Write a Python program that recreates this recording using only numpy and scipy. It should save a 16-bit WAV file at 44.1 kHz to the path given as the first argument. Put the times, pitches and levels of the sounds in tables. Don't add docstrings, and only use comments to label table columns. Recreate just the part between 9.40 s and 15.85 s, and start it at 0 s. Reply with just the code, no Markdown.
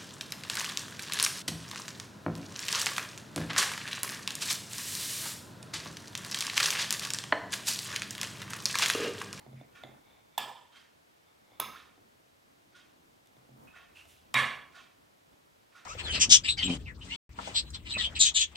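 import sys
import numpy as np
from scipy import signal
from scipy.fft import rfft, irfft, next_fast_len
from scipy.io import wavfile
from scipy.ndimage import uniform_filter1d

SR = 44100
rng = np.random.default_rng(int(sys.argv[2]) if len(sys.argv) > 2 else 0)


def pcm_store(signal):
    levels = np.round(np.clip(np.atleast_2d(signal), -1, 1) * 32767)
    wavfile.write(sys.argv[1], SR, levels.astype(np.int16).T)


def invert_db(x):
    u = np.asarray(x, float) / 20
    return 10 ** u


N = 284445

# start in seconds, direct level in dB, rise in seconds, rattle in seconds.
SNAPS = [
    (0.9781, -20.5, 0.00051, 0.0087),
    (2.1994, -16, 0.00041, 0.0048),
    (4.943, -17, 0.00034, 0.006),
]
# frequency in Hz, level in dB per Hz.
ROCKER_COLOUR = [(180, -57.5), (300, -29), (478, -16.5), (913, -14), (1110, -3.5), (1380, -14.5),
                 (1770, -8), (3390, -14), (4970, -31), (8460, -29), (15900, -44)]
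# frequency in Hz, width in Hz, level in dB.
NAIL = [(3000, 780, 8), (6640, 1600, 7.5), (11000, 5300, 1.5)]
# frequency in Hz, left over right in dB.
HIT_LEAN = [(60, -1), (180, -0.5), (550, -5), (1400, -6), (3000, -4.5), (6000, -2.5), (10000, -1.4),
            (15000, -1)]
# frequency in Hz, left over right in dB.
RING_LEAN = [(60, -1), (150, 0), (380, -1), (700, -3.5), (1290, -4.5), (2380, -3), (4400, -2.5),
             (8100, -.7), (15000, 0)]
HISS_TOP_HZ = 15930


def unit(x):
    return x / np.sqrt(np.mean(x ** 2) + 1e-24)


def along(points, hz):
    f, v = np.transpose(points)
    return np.interp(np.log(hz + 1), np.log(f + 1), v)


def filtered(x, response):
    m = next_fast_len(x.shape[-1] + 8192)
    spectrum = rfft(x, m) * response(np.fft.rfftfreq(m, 1 / SR))
    return irfft(spectrum, m)[..., :x.shape[-1]]


def modes(table):
    return lambda f: sum((-1) ** k * invert_db(db) * 1j * f * w / (c * c - f * f + 1j * f * w)
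                         for k, (c, w, db) in enumerate(table))


def blended(peaks, colour, colour_db):
    damped = [(c, np.hypot(w, 20 + (c / 580) ** 2), db - 6.5) for c, w, db in peaks]
    return lambda hz: np.hypot(abs(modes(damped)(hz)), invert_db(along(colour, hz) + colour_db))


def leaned(x, lean, late=0):
    # frequency in Hz, phase in radians by which the left leads.
    port_lead = [(60, 0), (430, -0.7), (1100, -0.45), (1700, -0.1), (3700, 0.15), (8000, 0)]

    def response(hz):
        gain = invert_db(np.outer([.5, -.5], along(lean, hz)))
        return gain * np.exp(1j * late * np.outer([.5, -.5], along(port_lead, hz)))
    return filtered(x, response)


def spread(pair, alike, lean, late=0):
    def mixing(hz):
        turn = np.arccos(np.clip(along(alike, hz), -1, 1)) / 2
        return np.array([np.cos(turn), np.sin(turn)])
    mid, side = filtered(pair, mixing)
    return leaned(np.array([mid + side, mid - side]), lean, late)


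def add(out, s, x):
    i = round(s * SR)
    out[..., i:i + x.shape[-1]] += x[..., :N - i]


def strokes(rows, rise, fall):
    t = np.arange(N) / SR
    return sum(invert_db(db - rise * np.maximum(s - t, 0) - fall * np.maximum(t - s - hold, 0)) for s, hold, db in rows)


def ringing(response, build, lasting):
    # frequency in Hz, decay by 60 dB in seconds.
    room_t60 = [(100, 0.28), (260, 0.59), (700, 0.69), (1840, 0.61), (4850, 0.55), (12800, 0.45)]
    # frequency in Hz, left-right likeness.
    ring_alike = [(60, .95), (350, .8), (800, .95), (2000, .96), (6000, .94), (15000, .99)]
    ragged_db = 1.8
    n = SR * 3 // 5
    noise = filtered(rng.standard_normal((2, n)), lambda hz: response(hz) * (hz < HISS_TOP_HZ))
    pair = spread(noise, ring_alike, RING_LEAN, late=1)
    hz, t, z = signal.stft(pair / np.std(pair), SR, nperseg=256)
    ragged = uniform_filter1d(rng.standard_normal(z.shape[1:]), size=4, axis=0)
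    ragged = unit(uniform_filter1d(ragged, size=5, axis=1))
    decay_db = -60 * t / (lasting * along(room_t60, hz)[:, None])
    fading = signal.istft(z * invert_db(ragged_db * ragged + decay_db), SR, nperseg=256)[1][:, :n]
    return fading * (1 - np.exp(-np.arange(n) / SR / build))


def snaps():
    # frequency in Hz, width in Hz, level in dB.
    off_hit = [(814, 200, -22), (1780, 26, -2), (3500, 83, 5.5), (5230, 180, -12), (6030, 78, -8.5),
               (7430, 260, -9.5), (8220, 100, -5), (10450, 450, -11), (11970, 270, -11.5), (12500, 180, -9),
               (14200, 330, -8), (15500, 200, -28)]
    on_hit = [(875, 180, -8), (2700, 105, -14), (3502, 23, 9), (6570, 150, -10), (9640, 204, -33),
              (10380, 400, -3.5), (11250, 260, -4.5), (12960, 370, -3), (15500, 344, -30), (14400, 300, -4)]
    rocker_hit = [(1150, 270, -3.5), (1800, 71, 3.5), (2850, 1100, -2), (5900, 80, -9.5), (7300, 180, -9),
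                  (7900, 79.4, -17), (9800, 98, -21), (10440, 190, -29)]
    # frequency in Hz, width in Hz, level in dB.
    off_ring = [(804, 27, 1), (988, 36, 3), (1283, 18, -4), (1746, 46, -3), (2360, 37, -7.5),
                (3200, 56, -4), (3510, 20, -1), (4470, 71, -12), (5080, 81, -10.5), (5930, 33, -18),
                (7200, 74, -15.5), (8140, 95, -16), (10430, 31, -22.5), (13400, 75, -23), (15600, 120, -38)]
    on_ring = [(1070, 110, 0.5), (1283, 16, 4), (1570, 61, -5.5), (2250, 190, -4.5), (2770, 53, -4),
               (3500, 62, -6), (3800, 110, -7), (5100, 140, -10.5), (6380, 110, -11), (9800, 27, -17),
               (10330, 440, -14), (11600, 37, -17), (12300, 153, -27), (14100, 51, -17)]
    rocker_ring = [(1120, 38, 0), (1713, 53, 5), (2240, 85, -0.5), (2360, 40, -0.5), (2800, 31, -3.5),
                   (3360, 110, -4.5), (3860, 100, -12), (4400, 39, -10), (5760, 46, -20), (7700, 28, -29),
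                   (7950, 71, -25), (8250, 34, -22.5), (9500, 600, -29.5)]
    # frequency in Hz, level in dB per Hz.
    off_colour = [(35, -51), (60, -33), (379, -17.5), (921, -8), (1540, -24), (1690, -27), (3330, -10.5),
                  (4010, -23), (5070, -33), (15900, -35)]
    on_colour = [(35, -47), (60, -56), (222, -12.5), (696, -14.5), (1060, -14), (1370, -27), (3490, -15.5),
                 (7020, -32), (14100, -24), (15900, -31)]
    # ring in dB, build-up in seconds, factor on t60, broad colour in dB, loose cover in dB.
    rings = [
        (-35.5, 0.00067, 0.97, -3, -35),
        (-38.5, 0.0018, 0.97, -3, -39),
        (-19, 0.034, 0.83, -3, -20),
    ]
    # start in seconds, level in dB, t60 in seconds.
    lead_in = [
        (.9778, -50, .02),
        (2.1992, -48, .005),
        (4.94, -34.5, 0.01),
        (4.9411, -20.5, 0.0064),
    ]
    shake_s = .075

    out, t = np.zeros((2, N)), np.arange(SR // 20) / SR
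    ring_t = np.arange(SR * 3 // 5) / SR
    small = lambda hz: (hz / 350) ** 2 / (1 + (hz / 350) ** 2)
    parts = zip(SNAPS, rings, (off_hit, on_hit, rocker_hit), (off_ring, on_ring, rocker_ring),
                (off_colour, on_colour, ROCKER_COLOUR))
    for (s, db, rise, rattle), (ring_db, build, lasting, diffuse_db, shake_db), hit, ring, colour in parts:
        chatter = rng.standard_normal(len(t)) * np.exp(-(t / rattle) ** 2)
        blow = 6 * np.exp(-((t - .0003) / .00006) ** 2)
        struck = filtered(chatter + blow, lambda hz: small(hz) * (modes(hit)(hz) + invert_db(-29.0)))
        envelope = (1 - np.exp(-t / rise)) * (0.13 + np.exp(-(t / rattle) ** 4)) * invert_db(-60 * t / 0.08)
        struck = struck * envelope
        add(out, s, leaned(invert_db(db) * struck / abs(struck).max() * np.ones((2, 1)), HIT_LEAN, late=1))
        shaking = 1 + invert_db(shake_db) * np.exp(-(ring_t / shake_s) ** 6)
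        add(out, s, invert_db(ring_db) * shaking * ringing(blended(ring, colour, diffuse_db), build, lasting))
    for s, db, t60 in lead_in:
        tick = filtered(rng.standard_normal(len(t)), modes(NAIL + [(14000, 1400, 3.06)]))
        tick = tick * (1 - np.exp(-t / 0.00032))
        add(out, s, invert_db(db - 60 * t / t60) * tick * np.ones((2, 1)))
    return out


def tank():
    # frequency in Hz, level in dB, t60 in seconds.
    tap_notes = [(2050, -63.5, 0.32), (3350, -64.5, .35), (3950, -68, 0.26), (7000, -71, .3),
                 (11500, -69, 0.089)]
    off_notes = [(750, -51, 0.36), (946, -48.5, 0.81), (1057, -51, 0.53), (1690, -43, 0.35),
                 (3140, -55, 0.45), (3467, -53, 0.36), (5300, -56, 0.49), (7445, -61, .33),
                 (8080, -59, 0.66), (10490, -62, .36), (11760, -58, .25), (12680, -60, .29),
                 (13780, -59, .3)]
    on_notes = [(1050, -48, 0.41), (1287, -43.5, 0.41), (1186, -54, 0.27), (2720, -66, .45),
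                (3460, -52, 0.46), (5233, -59, 0.55), (6508, -73, .5), (9927, -60, .34), (10550, -60, .33),
                (11930, -57, .2), (12400, -64, .4), (14100, -56, .4)]
    rocker_notes = [(1039, -35, 0.448), (1125, -36.5, 0.68), (1196, -41, 0.36), (1740, -32, .35),
                    (1910, -37, .3), (1890, -32, .25), (2132, -34.5, 0.51), (2158, -32, 0.413),
                    (2380, -31, 0.45), (2870, -49, .34), (3788, -34, 0.38)]
    note_build = [
        .002,
        .004,
        0.0035,
        0.009,
    ]
    tap_s = .436
    waver_db, waver_radians = 4, .9
    early_db, early_t60, early_from_hz = -46, .2, 4000

    out, t = np.zeros((2, N)), np.arange(SR // 2) / SR
    blows = zip([(tap_s,)] + SNAPS, (tap_notes, off_notes, on_notes, rocker_notes), note_build)
    for (s, *_), notes, build in blows:
        wander = uniform_filter1d(rng.standard_normal((2, len(notes), len(t))), size=350)
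        waver, drift = uniform_filter1d(wander, size=350)
        hz, db, t60 = np.transpose(notes)[..., None]
        phase = 2 * np.pi * (hz * t + rng.random(hz.shape)) + waver_radians * unit(drift)
        ring = invert_db(db - 60 * t / t60 + waver_db * unit(waver)) * np.sin(phase)
        add(out, s, leaned(ring.sum(0) * (1 - np.exp(-t / build)) * np.ones((2, 1)), RING_LEAN, late=1))
    bright = lambda hz: invert_db(along(ROCKER_COLOUR, hz)) / (1 + (early_from_hz / (hz + 1)) ** 4)
    add(out, SNAPS[-1][0], invert_db(early_db) * ringing(bright, 0.0009, early_t60))
    return out


def thumps():
    # centre in seconds, frequency in Hz, level in dB, half length in seconds.
    flexes = [
        (0.9808, 872, -19.5, 0.0012),
        (2.198, 960, -40, 0.00061),
        (4.944, 1120, -30.5, 0.0017),
        (4.9448, 765, -32.5, 0.0018),
        (.4385, 700, -44.5, 0.0016),
        (.981, 12300, -37, 0.0017),
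        (.984, 14000, -36, .0012),
        (2.2005, 10600, -33, .0008),
        (4.956, 2035, -33, .002),
    ]
    # centre in seconds, frequency in Hz, level in dB, half length in seconds.
    slaps = [(2.308, 1140, -48, 0.0016), (2.318, 1150, -48, 0.0014), (2.351, 1210, -42, 0.001),
             (2.36, 1430, -43.5, 0.0013), (2.368, 1720, -49, 0.0017), (4.9615, 2050, -22, 0.0012),
             (4.97, 1980, -25.5, 0.00052), (4.963, 1800, -31, .0006), (5.003, 1756, -25, 0.0049),
             (5.033, 1120, -28, 0.0016)]
    # centre in
    # seconds, frequency in Hz, level in dB, half length in seconds.
    chirps = [(4.2745, 2620, -58, 0.0011), (4.2745, 1500, -59, 0.0008), (4.29, 2510, -56, .005),
              (4.314, 2540, -60, 0.0043), (4.33, 2550, -59, .002), (4.362, 1900, -59, .003),
              (4.375, 2560, -56, 0.0065), (4.555, 2700, -58, 0.0025), (4.563, 2730, -67, 0.0017),
              (4.571, 2660, -52, 0.0016), (4.586, 2570, -55, 0.0014), (4.595, 2800, -61, .002),
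              (4.602, 2800, -61, 0.0022), (.215, 714, -52, 0.0028), (.213, 3550, -61, .002),
              (.477, 720, -52, 0.0025), (.17, 2490, -66, .004), (.415, 1410, -55, .006),
              (3.39, 1450, -64, 0.0038), (4.346, 1480, -53.5, 0.0047), (1.37, 3180, -57, .006),
              (1.39, 3250, -58, 0.0027), (1.417, 3100, -59, .003), (5.4, 1820, -63.5, 0.0094)]
    out, t = np.zeros(N), np.arange(-SR // 100, SR // 100) / SR
    for s, hz, db, half in flexes + slaps + chirps:
        add(out, s + t[0], invert_db(db) * np.exp(-(t / half) ** 2 / 2) * np.cos(2 * np.pi * hz * t))
    return leaned(out * np.ones((2, 1)), HIT_LEAN, late=1)


def booms():
    # mode's frequency in Hz, swell rate in swells per second, level in dB, t60 in seconds.
    standing = [(71, 3.8, -26.5, 0.37), (105.4, 6, -19, 0.49), (130.7, 7.3, 4.5, 0.54),
                (152.8, 4.2, -18, 0.98), (224.2, 5.5, -7.5, 0.65), (255, 25, -10.5, 1)]
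    # start in seconds, level in dB, upper waves in dB, factor on swell speed.
    blows = [
        (0.062, -52, 6, 0.79),
        (0.13, -50, -3.5, 1.24),
        (0.437, -57, 3.5, 1.03),
        (0.979, -62.5, 8.5, 0.5),
        (2.197, -63, 12, 1.1),
        (3.967, -65, -18, 0.94),
        (4.094, -57, 5, 0.97),
        (4.943, -39.5, 2.5, 0.86),
    ]
    out, t = np.zeros((2, N)), np.arange(SR // 2) / SR
    for s, db, upper_db, speed in blows:
        for hz, swell_rate, mode_db, t60 in standing:
            swell = np.sin(np.pi * np.minimum(speed * swell_rate * t, 1)) + 0.39 * (1 - np.exp(-t / 0.0051))
            wave = np.sin(2 * np.pi * (hz * t + rng.random()))
            wave = wave * invert_db(1.95 * unit(uniform_filter1d(rng.standard_normal(len(t)), size=500)))
            fade_db = db + mode_db + upper_db * (hz > 170) - 60 * t / t60
            add(out, s, invert_db(fade_db) * swell * wave * invert_db([[-.4], [.4]]))
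    return out


def fingers():
    # start in seconds, nail tick in dB, plastic knock in dB, top of the knock in Hz.
    touches = [(.064, -84, -50, 795), (.13, -80, -54.5, 502), (.212, -78, -52.5, 900),
               (.436, -57, -41, 9000), (0.474, -75, -70, 1200), (2.119, -78, -61, 1000),
               (2.491, -76, -65.5, 1490), (2.578, -79, -61.5, 905), (3.859, -62, -67, 3000),
               (3.872, -58.5, -65, 9000), (3.967, -76, -62, 3000), (4.091, -76, -56.5, 260),
               (4.162, -79, -63, 700), (4.654, -61, -59.5, 4000), (5.93, -70, -68, 4000)]
    # frequency in Hz, width in Hz, level in dB.
    casing = [(275, 40, 3.5), (700, 260, -0.5), (2100, 83, 3), (3570, 130, 7.5)]
    out, t = np.zeros((2, N)), np.arange(SR // 20) / SR
    for s, tick_db, knock_db, top_hz in touches:
        body = lambda hz: modes(casing)(hz) / (1 + 1j * hz / top_hz) ** 2
        tick = filtered(invert_db(-60 * t / 0.011) * rng.standard_normal(len(t)), modes(NAIL))
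        knock = filtered(np.exp(-((t - .0002) / .00003) ** 2), body)
        contact = invert_db(tick_db) * tick + invert_db(knock_db + 7.0) * knock / abs(knock).max()
        add(out, s, contact * invert_db([[-1.2], [1.2]]))
        add(out, s, invert_db(knock_db - 8.5) * ringing(lambda hz: body(hz) / (1 + (hz / 1800) ** 2), 0.00051, 0.68))
    return out


def rubbing():
    # start in seconds, hold in seconds, level in dB.
    turn = [(.12, .01, -82), (.205, 0.012, -80), (.67, 0.12, -71.5), (.94, 0.025, -77),
            (1.88, 0.041, -79.5), (2.11, 0.06, -72)]
    # frequency in Hz, width in Hz, level in dB.
    seat = [(810, 220, 0), (2230, 150, 1), (3553, 135, 1.5), (14300, 990, -23)]
    # start in seconds, hold in seconds, level in dB, thinned below in Hz.
    slides = [
        (4.563, 0.056, -65.5, 3500),
        (4.686, 0.04, -65.5, 7500),
    ]
    # frequency in Hz, level in dB per Hz.
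    skin_colour = [(2000, 12), (4000, -3), (8000, -10.5), (11000, -14), (15500, -21.5)]
    # start in
    # seconds, level in dB, frequency in Hz, width in Hz, factor on t60.
    soft_rings = [(.0, -65.5, 4400, 300, 0.46), (.0, -68, 2000, 468, 0.72), (.0, -59.5, 855, 200, 0.43),
                  (.15, -64, 2140, 350, 1.2), (4.549, -54, 2750, 311, 0.85), (4.68, -63.5, 3000, 1214, 1.7)]
    # start in
    # seconds, level in dB, frequency in Hz, width in Hz, factor on t60.
    quick_rings = [(1.327, -63, 3200, 40, 0.93), (4.2737, -61.5, 2570, 60, 1.7), (4.355, -58.5, 1940, 300, 1.06),
                   (5.354, -66, 650, 30, 0.82), (6.351, -56.5, 1380, 118.6, 0.79),
                   (.35, -61.5, 2290, 1200, 0.56), (4.57, -55.5, 2700, 150, 0.5)]
    # frequency in Hz, level in dB per Hz.
    creak_colour = [(500, -16), (1500, -4), (3500, -14), (5000, -29), (13000, -40)]

    rough = invert_db(1.8 * unit(uniform_filter1d(rng.standard_normal(N), size=300)))
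    drag = unit(filtered(rough * rng.standard_normal(N), modes(seat))) * strokes(turn, 200, 240) * invert_db(5.0)
    slide = 0
    for *stroke, low_hz in slides:
        thinned = lambda hz: invert_db(along(skin_colour, hz)) / (1 + (low_hz / (hz + 1)) ** 3)
        slide = slide + unit(filtered(rng.standard_normal(N), thinned)) * strokes([stroke], 430, 150)
    out = (drag + slide) * invert_db([[-.8], [.8]])
    for rows, build_s in ((soft_rings, 0.01), (quick_rings, 0.0024)):
        for s, db, hz, width, lasting in rows:
            add(out, s, invert_db(db) * ringing(blended([(hz, width, 0)], creak_colour, -15), build_s, lasting))
    return out


def clock():
    # start in seconds, level in dB, case in dB, wheel in dB, rattle in dB.
    ticks = [(0.348, -52, -6, -12, -8), (1.346, -54.5, 1, -3, 6), (2.353, -52.5, -18, -9, -0.5),
             (3.347, -55.5, 9, 2, 13), (4.346, -52, 1, -9, -11), (5.344, -49, 3, -7.5, 0),
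             (6.349, -54.5, 3, -16, 2)]
    # release in dB, note in dB.
    pawl = [(-12, -4.5), (-6, -3.5), (-3, -7), (-10.5, 3.5), (-14, -11), (-11, -2), (-8.5, 3.5)]
    # frequency in Hz, width in Hz, level in dB.
    clock_peaks = [(697, 46, -9), (1107, 44, -4.5), (1420, 49, -1), (1803, 20, 0.5), (2310, 28, -6),
                   (2596, 42, -3.5), (3200, 190, 0.5), (3770, 79, -1), (6350, 180, -14)]
    # frequency in Hz, level in dB per Hz.
    clock_colour = [(400, -24.5), (900, -15), (1500, -3), (3500, -7), (6500, -13), (7200, -18), (9000, -20),
                    (13000, -33)]
    case_top_hz, wheel_from_hz = 1300, 3000
    pawl_lead_s, ping_lead_s = 0.027, 0.00407
    ping_hz, ping_db, ping_t60, ping_beat_hz = 1443, -2.5, 0.38, 22

    out, t = np.zeros((2, N)), np.arange(SR // 5) / SR
    ping = np.sin(np.pi * ping_beat_hz * t + .6) * np.sin(2 * np.pi * ping_hz * t) * (1 - np.exp(-t / 0.0039))
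    for (s, db, case_db, wheel_db, rattle_db), (release_db, note_db) in zip(ticks, pawl):
        peaks = [(hz, w, top + case_db * (hz < case_top_hz) + wheel_db * (hz > wheel_from_hz))
                 for hz, w, top in clock_peaks]
        voice = blended(peaks, clock_colour, rattle_db - 13.0)
        add(out, s - pawl_lead_s, invert_db(db + release_db) * ringing(voice, 0.0053, 0.44))
        add(out, s, invert_db(db) * ringing(voice, 0.011, 0.91))
        fade = invert_db(db + ping_db + note_db - 60 * t / ping_t60)
        add(out, s - ping_lead_s, fade * ping * invert_db([[-1.5], [1.5]]))
    return out


def handling():
    # start in seconds, hold in seconds, level in dB.
    grip = [
        (0, 0.043, -65),
        (2.15, .08, -68),
        (4.6, 0.49, -65),
    ]
    thud = filtered(rng.standard_normal(N), lambda hz: modes([(72, 45, 0)])(hz) ** 2)
    gain = invert_db(-79.5) + strokes(grip, 72, 57)
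    return invert_db(-7.0) * gain * unit(thud) * np.ones((2, 1))


def air():
    # frequency in Hz, level in dB per Hz.
    hiss_colour = [(12, -50), (20, -65), (91, -3.5), (177, -7.5), (222, -8), (293, -3), (328, -4.5),
                   (434, -4.5), (574, -3), (780, -4.5), (3740, -15), (12100, -26), (16000, -31)]
    # frequency in Hz, left-right likeness.
    air_alike = [(60, 0.83), (150, 0.43), (380, -0.41), (950, -0.72), (2380, -0.26), (5980, 0.45),
                 (15000, 0.97)]
    # frequency in Hz, level in dB per Hz.
    pipes = [(100, -9), (200, -7), (320, -8.5), (600, -13), (1000, -12.5), (2500, -36.5)]
    # start in seconds, hold in seconds, level in dB.
    swells = [(0, 0.47, -69.5), (2.35, .1, -73), (3.45, 0.16, -76), (4.1, 0.25, -69.5), (5.1, 0.077, -63.5)]
    # start in seconds, hold in seconds, level in dB.
    groan = [
        (3.3, 0.32, -73.5),
    ]
    even = [(100, 0.0091), (10000, 0.012)]  # (Hz, left over right dB)

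    hiss = filtered(rng.standard_normal((2, N)), lambda hz: invert_db(along(hiss_colour, hz)) * (hz < HISS_TOP_HZ))
    hiss = spread(hiss, air_alike, even)
    low = filtered(rng.standard_normal((2, N)), lambda hz: invert_db(along(pipes, hz)))
    low = spread(low, air_alike, even)
    unsteady = invert_db(2.8 * unit(uniform_filter1d(rng.standard_normal(N), size=4000)))
    murmur = (invert_db(-76.5) + strokes(swells, 59, 27)) * invert_db(2.5) * unsteady * unit(low)
    hum = unit(filtered(rng.standard_normal(N), lambda hz: modes([(300, 110, 0)])(hz) ** 2))
    return strokes(groan, 56, 56) * hum + invert_db(-64.5) * unit(hiss) + murmur


def whine():
    # frequency in Hz, width in Hz, level in dB.
    bands = [(7650, 250, -93.5), (11970, 300, -88)]
    return sum(invert_db(db) * unit(filtered(rng.standard_normal(N), modes([(hz, w, 0)]))) for hz, w, db in bands)


def scene():
    struck = snaps() + tank() + thumps() + booms()
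    return struck + fingers() + rubbing() + clock() + handling() + air() + whine()


def band_limit(x):
    return signal.sosfilt(signal.butter(12, 16670, fs=SR, output="sos"), x)


def record(dry):
    top_hz = 16300

    def phone_band(hz):
        bass_cut = (1j * hz / 40 / (1 + 1j * hz / 40)) ** 2
        return np.clip((top_hz + 300 - hz) / 900, 0, 1) * bass_cut
    passed = filtered(dry, phone_band)
    top = filtered(passed, lambda hz: hz > HISS_TOP_HZ)
    quiet = uniform_filter1d(abs(top).max(0), size=256) < invert_db(-75)
    return band_limit(passed - top * quiet)


dry = scene()
out = record(dry)
pcm_store(out)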